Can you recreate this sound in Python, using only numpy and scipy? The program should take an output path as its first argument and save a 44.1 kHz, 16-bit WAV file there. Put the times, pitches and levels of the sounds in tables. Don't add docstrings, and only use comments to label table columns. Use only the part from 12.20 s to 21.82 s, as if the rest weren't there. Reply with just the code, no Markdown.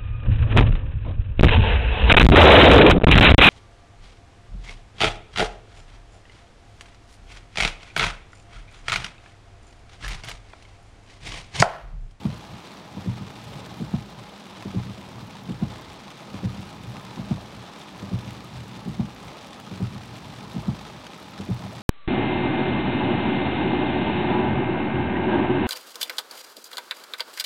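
import sys
import numpy as np
from scipy import signal
from scipy.fft import rfft, irfft, next_fast_len
from scipy.io import wavfile

SR = 44100
rng = np.random.default_rng(int(sys.argv[2]) if len(sys.argv) > 2 else 0)


def output_pcm(signal):
    pcm = np.clip(np.atleast_2d(signal).T, -1, 1) * 32767
    wavfile.write(sys.argv[1], SR, np.round(pcm).astype(np.int16))


N = 424241
TIME = np.arange(N) / SR


def amp(db):
    return 10 ** (np.asarray(db) / 20)


def unit(x):
    return x / np.sqrt(np.mean(x ** 2) + 1e-20)


def add(mix, time_s, sound):
    start = round(time_s * SR)
    sound = sound[max(-start, 0):]
    part = mix[max(start, 0):][:len(sound)]
    part += sound[:len(part)]


def colour(x, tone):
    size = next_fast_len(len(x) + 4096, True)
    hz, db = np.transpose(tone)
    log_hz = np.log(abs(np.fft.fftfreq(size, 1 / SR)) + 1)
    log_gain = np.log(amp(np.interp(log_hz, np.log(hz), db)))
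    response = np.exp(np.conj(signal.hilbert(log_gain)))
    return irfft(rfft(x, size) * response[:size // 2 + 1], size)[:len(x)]


def noise(tone):
    return unit(colour(rng.standard_normal(N), tone))


def gusts(fastest_hz, count=24):
    t, hz = TIME[::128], fastest_hz * np.geomspace(1 / 20, 1, count)[:, None]
    waves = np.sin(2 * np.pi * (hz * t + rng.random((count, 1)))) / hz ** .25
    return np.interp(TIME, t, unit(waves.sum(0)))


def splash(crack_s, ring_s, ring_db):
    t = np.arange(2048) / SR
    fade = np.exp(-t / crack_s) + amp(ring_db) * np.exp(-t / ring_s)
    burst = rng.standard_normal(len(t)) * fade
    return burst / np.linalg.norm(burst)


def landings(per_s, spread_db, cap):
    sizes = amp(spread_db * np.minimum(rng.exponential(1, N), cap))
    return sizes * (rng.random(N) < per_s / SR)


def patter(drops, tone, spots=20, **shape):
    spot = rng.integers(0, spots, N)
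    hits = sum(signal.oaconvolve(drops * (spot == k), splash(**shape))[:N] for k in range(spots))
    return unit(colour(hits, tone))


# (pitch [Hz], level [dB]). Levels in all tables are relative.
WASH_TONE = [(25, -26), (60, -3.5), (150, 0.5), (320, 3), (480, 1.5), (720, -4.5), (840, -2), (1250, -5),
             (1450, -8.5), (3900, -11), (6000, -18), (9000, -31.5), (13000, -44), (16000, -40)]
def wash(gust):
    return amp(-48 + 0.6 * gust) * noise(WASH_TONE)


# (pitch [Hz], level [dB])
ROOF_TONE = [(150, -20.5), (300, 2), (500, 0), (850, 0), (1230, -3.5), (1420, -10), (2500, -14.5),
             (5000, -38.5)]
def roof_patter(gust):
    drops = landings(per_s=550, spread_db=4, cap=3.1)
    return amp(-51.5 + gust) * patter(drops, ROOF_TONE, crack_s=0.0034, ring_s=0.015, ring_db=-15)


def roof_taps(gust, fade_s=0.0072, rise_s=0.0015, patches=16):
    t = np.arange(2048) / SR
    drops = landings(per_s=26, spread_db=3, cap=2)
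    patch, taps = rng.integers(0, patches, N), np.zeros(N)
    for k, hz in enumerate(np.geomspace(560, 1300, patches)):
        note = np.sin(2 * np.pi * hz * t) * np.exp(-t / fade_s) * (1 - np.exp(-t / rise_s))
        taps += signal.oaconvolve(drops * (patch == k), note)[:N]
    return amp(-57.5 + gust) * unit(taps)


# (pitch [Hz], level [dB])
GLASS_TONE = [(300, -5), (900, -1.5), (1500, 0.5), (2600, -0.5), (3700, -0.5), (4600, -4), (6500, -11),
              (9000, -15.5), (12500, -25), (16000, -43)]
def glass_ticks(gust):
    drops = landings(per_s=900, spread_db=4.5, cap=3.58)
    ticks = patter(drops, GLASS_TONE, crack_s=0.00041, ring_s=0.0059, ring_db=-6.5)
    return amp(-50 + 0.59 * gust) * ticks


# (pitch [Hz], level [dB])
SPRAY_TONE = [(1000, -12), (3000, -7), (6000, 2), (10000, -3), (16000, -7)]
def fine_spray(gust):
    drops = landings(per_s=200, spread_db=5, cap=4.2)
    return amp(-67 + 0.7 * gust) * patter(drops, SPRAY_TONE, crack_s=0.0003, ring_s=0.005, ring_db=-10)


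# (pitch [Hz], width [Hz], level [dB])
PANEL_NOTES = [(621, 51, -7.5), (831, 64, -2), (1026, 98, -6.5), (1255, 39, -4.5), (2440, 97, -22),
               (3605, 90, -5.5), (3930, 150, -17)]
def panels(x):
    return x + sum(amp(db) * signal.lfilter(*signal.iirpeak(hz, hz / width, fs=SR), x)
                   for hz, width, db in PANEL_NOTES)


# (time [s], level [dB])
RAIN_STRENGTH = [(0, 0.5), (.95, -1.05), (1.3, 1.5), (1.7, -.6), (3.1, -0.66), (5.2, 0.5), (6.8, -0.07),
                 (9.6, 0.34)]
def rain():
    gust = gusts(fastest_hz=14)
    strength_db = np.interp(TIME, *np.transpose(RAIN_STRENGTH))
    layers = wash(gust) + roof_patter(gust) + glass_ticks(gust) + fine_spray(gust) + roof_taps(gust)
    return amp(strength_db) * panels(layers)


# (time [s], smack level [dB], spray level [dB])
HEAVY_DROPS = [(1.4626, -34, -50), (2.4246, -29, -48), (2.8125, -33, -54), (3.1685, -31.5, -59),
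               (3.904, -30, -53), (4.0178, -39, -58), (4.9721, -48, -61), (5.9888, -31, -50),
               (6.1075, -30, -48), (6.132, -43, -50), (7.3997, -32, -46), (7.8332, -34, -58),
               (8.867, -27, -51), (8.9336, -32, -56), (9.179, -30.5, -55), (9.4213, -33, -59)]
def heavy_drops():
    smack, spray = np.zeros(N), np.zeros(N)
    for time_s, smack_db, spray_db in HEAVY_DROPS:
        drop = splash(crack_s=0.00098, ring_s=0.0055, ring_db=-4)
        add(smack, time_s, amp(smack_db) * drop)
        add(spray, time_s, amp(spray_db) * drop)
    return amp(20) * colour(smack, GLASS_TONE) + amp(25) * colour(spray, SPRAY_TONE)


FIRST_TURN_S, CYCLE_S, DOWN_S = 0.0523, 1.6858, 0.8215
# (pitch [Hz], level [dB])
DRAG_TONE = [(20, -57), (45, -12), (80, -6.5), (105, -4.5), (120, 4), (145, -3.5), (200, -12), (400, -54.5)]
MOTOR_TONE = [(60, -29), (130, -14), (175, -3.5), (200, -1), (245, -10), (290, -11), (380, -20.5),
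              (800, -52)]
SWISH_TONE = [(300, -31), (600, -7.5), (850, -5.5), (1250, 0.5), (1600, -13), (4000, -8.5), (9000, -56)]
# (drag level [dB], motor level [dB], swish level [dB])
STROKE_LEVELS = [(-58, -49, -58.5), (-46, -46, -65.5)]
# (time after the top turn [s], level [dB], half length [s])
RUBBER_CATCHES = [(0.273, -44, 0.04), (1.279, -43, .045)]
def wiper_sweep(grip_db=-45.5, strain_db=-43.5, ease_s=0.16):
    cycle_s = (TIME - FIRST_TURN_S) % CYCLE_S
    crank_angle = np.interp(cycle_s, [0, DOWN_S, CYCLE_S], [0, np.pi, 2 * np.pi])
    speed = abs(np.sin(crank_angle))
    going_up = (cycle_s > DOWN_S).astype(int)
    drag, motor, swish = amp(STROKE_LEVELS)[going_up].T
    from_turn_s = np.minimum(abs(cycle_s - DOWN_S), np.minimum(cycle_s, CYCLE_S - cycle_s))
    near_turn = np.exp(-(from_turn_s / ease_s) ** 2)
    judder = sum(amp(db) * np.exp(-((cycle_s - at_s) / half_s) ** 2)
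                 for at_s, db, half_s in RUBBER_CATCHES)
    drag = drag * (1 - near_turn) + amp(grip_db) * near_turn + judder
    motor = motor * (1 - near_turn) + amp(strain_db) * near_turn
    return drag * noise(DRAG_TONE) + motor * noise(MOTOR_TONE) + swish * speed * noise(SWISH_TONE)


# (time from the turn [s], level [dB], pitch [Hz], rise time [s])
TOP_RASPS = [(-.137, -39, 332, 0.0084), (-.002, -41, 780, 0.0084)]
FOOT_RASPS = [(-.108, -41.5, 400, 0.0063), (-0.0216, -41.5, 404, 0.011)]
def wiper_rasps(turns, rasps):
    t, sound = np.arange(SR // 8) / SR, np.zeros(N)
    for delay_s, db, hz, rise_s in rasps:
        swell = np.zeros(N)
        for turn_s in turns:
            add(swell, turn_s + delay_s, t / rise_s * np.exp(1 - t / rise_s))
        band = signal.butter(3, [hz / 1.45, hz * 1.45], "bandpass", fs=SR, output="sos")
        sound += amp(db) * swell * unit(signal.sosfilt(band, rng.standard_normal(N)))
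    return sound


# (time from the turn [s], level [dB], contact time [s])
TOP_KNOCKS = [(-0.1372, -28, 0.0003), (-0.1199, -22.5, 0.0011), (-0.1042, -24, 0.0013),
              (-0.01, -23.5, 0.0053), (0.0006, -14, 0.0015), (0.0163, -20, 0.0028), (0.0304, -27.5, 0.0023)]
FOOT_KNOCKS = [(-0.1047, -28.5, 0.0009), (-0.085, -25, 0.013), (-0.016, -28, 0.00057),
               (0.0001, -11.5, 0.0057), (0.0174, -21, 0.004), (0.0999, -35, 0.0024),
               (0.1344, -26.5, 0.0036)]
# (pitch [Hz], level [dB], time to fade by 60 dB [s])
TOP_NOTES = [(55.1, -23.5, 0.99), (84.2, -14.5, 0.41), (113.9, -11, 0.35), (150.8, 1.5, 0.16),
             (192.7, -0.5, 0.16), (194.6, -1.5, 0.17), (222, 2, 0.15), (295.8, -18.5, 0.21),
             (306, -2.5, 0.028), (556, -29.5, 0.061), (735, -11, 0.051)]
FOOT_NOTES = [(53, -27.5, 0.38), (92.8, -9, 0.34), (120, -6.5, 0.22), (143, -0.9, 0.062),
              (195.8, 7.5, 0.14), (194, 3, 0.11), (241, -8, 0.12), (316, -6, 0.095), (397, -8.5, 0.089),
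              (524, -22, 0.04), (719, -19.5, 0.12)]
def wiper_thumps(turns, knocks, notes, gain_db, slack_s, uneven_db):
    force, t = np.zeros(N), np.arange(SR // 2) / SR
    push_t = np.arange(-512, 513) / SR
    hardest_db = max(db for _, db, _ in knocks)
    for turn_s in turns:
        for delay_s, db, contact_s in knocks:
            time_luck, level_luck = rng.standard_normal(2)
            loose = 1 - amp(db - hardest_db)
            push = np.exp(-(np.pi * push_t / contact_s) ** 2)
            push *= amp(db + uneven_db * loose * level_luck) / push.sum()
            add(force, turn_s + delay_s + slack_s * loose * time_luck + push_t[0], push)
    ring = sum((-1) ** k * amp(db - 60 * t / fade_s) * np.sin(2 * np.pi * hz * t)
               for k, (hz, db, fade_s) in enumerate(notes))
    return amp(gain_db) * signal.oaconvolve(force, ring)[:N]


def scene():
    tops = np.arange(FIRST_TURN_S, N / SR, CYCLE_S)
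    feet = np.arange(FIRST_TURN_S + DOWN_S, N / SR, CYCLE_S)
    thumps = wiper_thumps(tops, TOP_KNOCKS, TOP_NOTES, gain_db=-3, slack_s=0.00041, uneven_db=-3)
    thumps += wiper_thumps(feet, FOOT_KNOCKS, FOOT_NOTES, gain_db=1, slack_s=0.00035, uneven_db=-0.5)
    rasps = wiper_rasps(tops, TOP_RASPS) + wiper_rasps(feet, FOOT_RASPS)
    return (rain() + heavy_drops() + wiper_sweep() + rasps + thumps)[None]


def record(dry, lowest_hz=35, highest_hz=15900):
    bass_cut = signal.butter(2, lowest_hz, "highpass", fs=SR, output="sos")
    treble_cut = signal.firwin(511, highest_hz, window=("kaiser", 9), fs=SR)
    return signal.oaconvolve(signal.sosfilt(bass_cut, dry), treble_cut[None], "same")


dry = scene()
out = record(dry)
output_pcm(out)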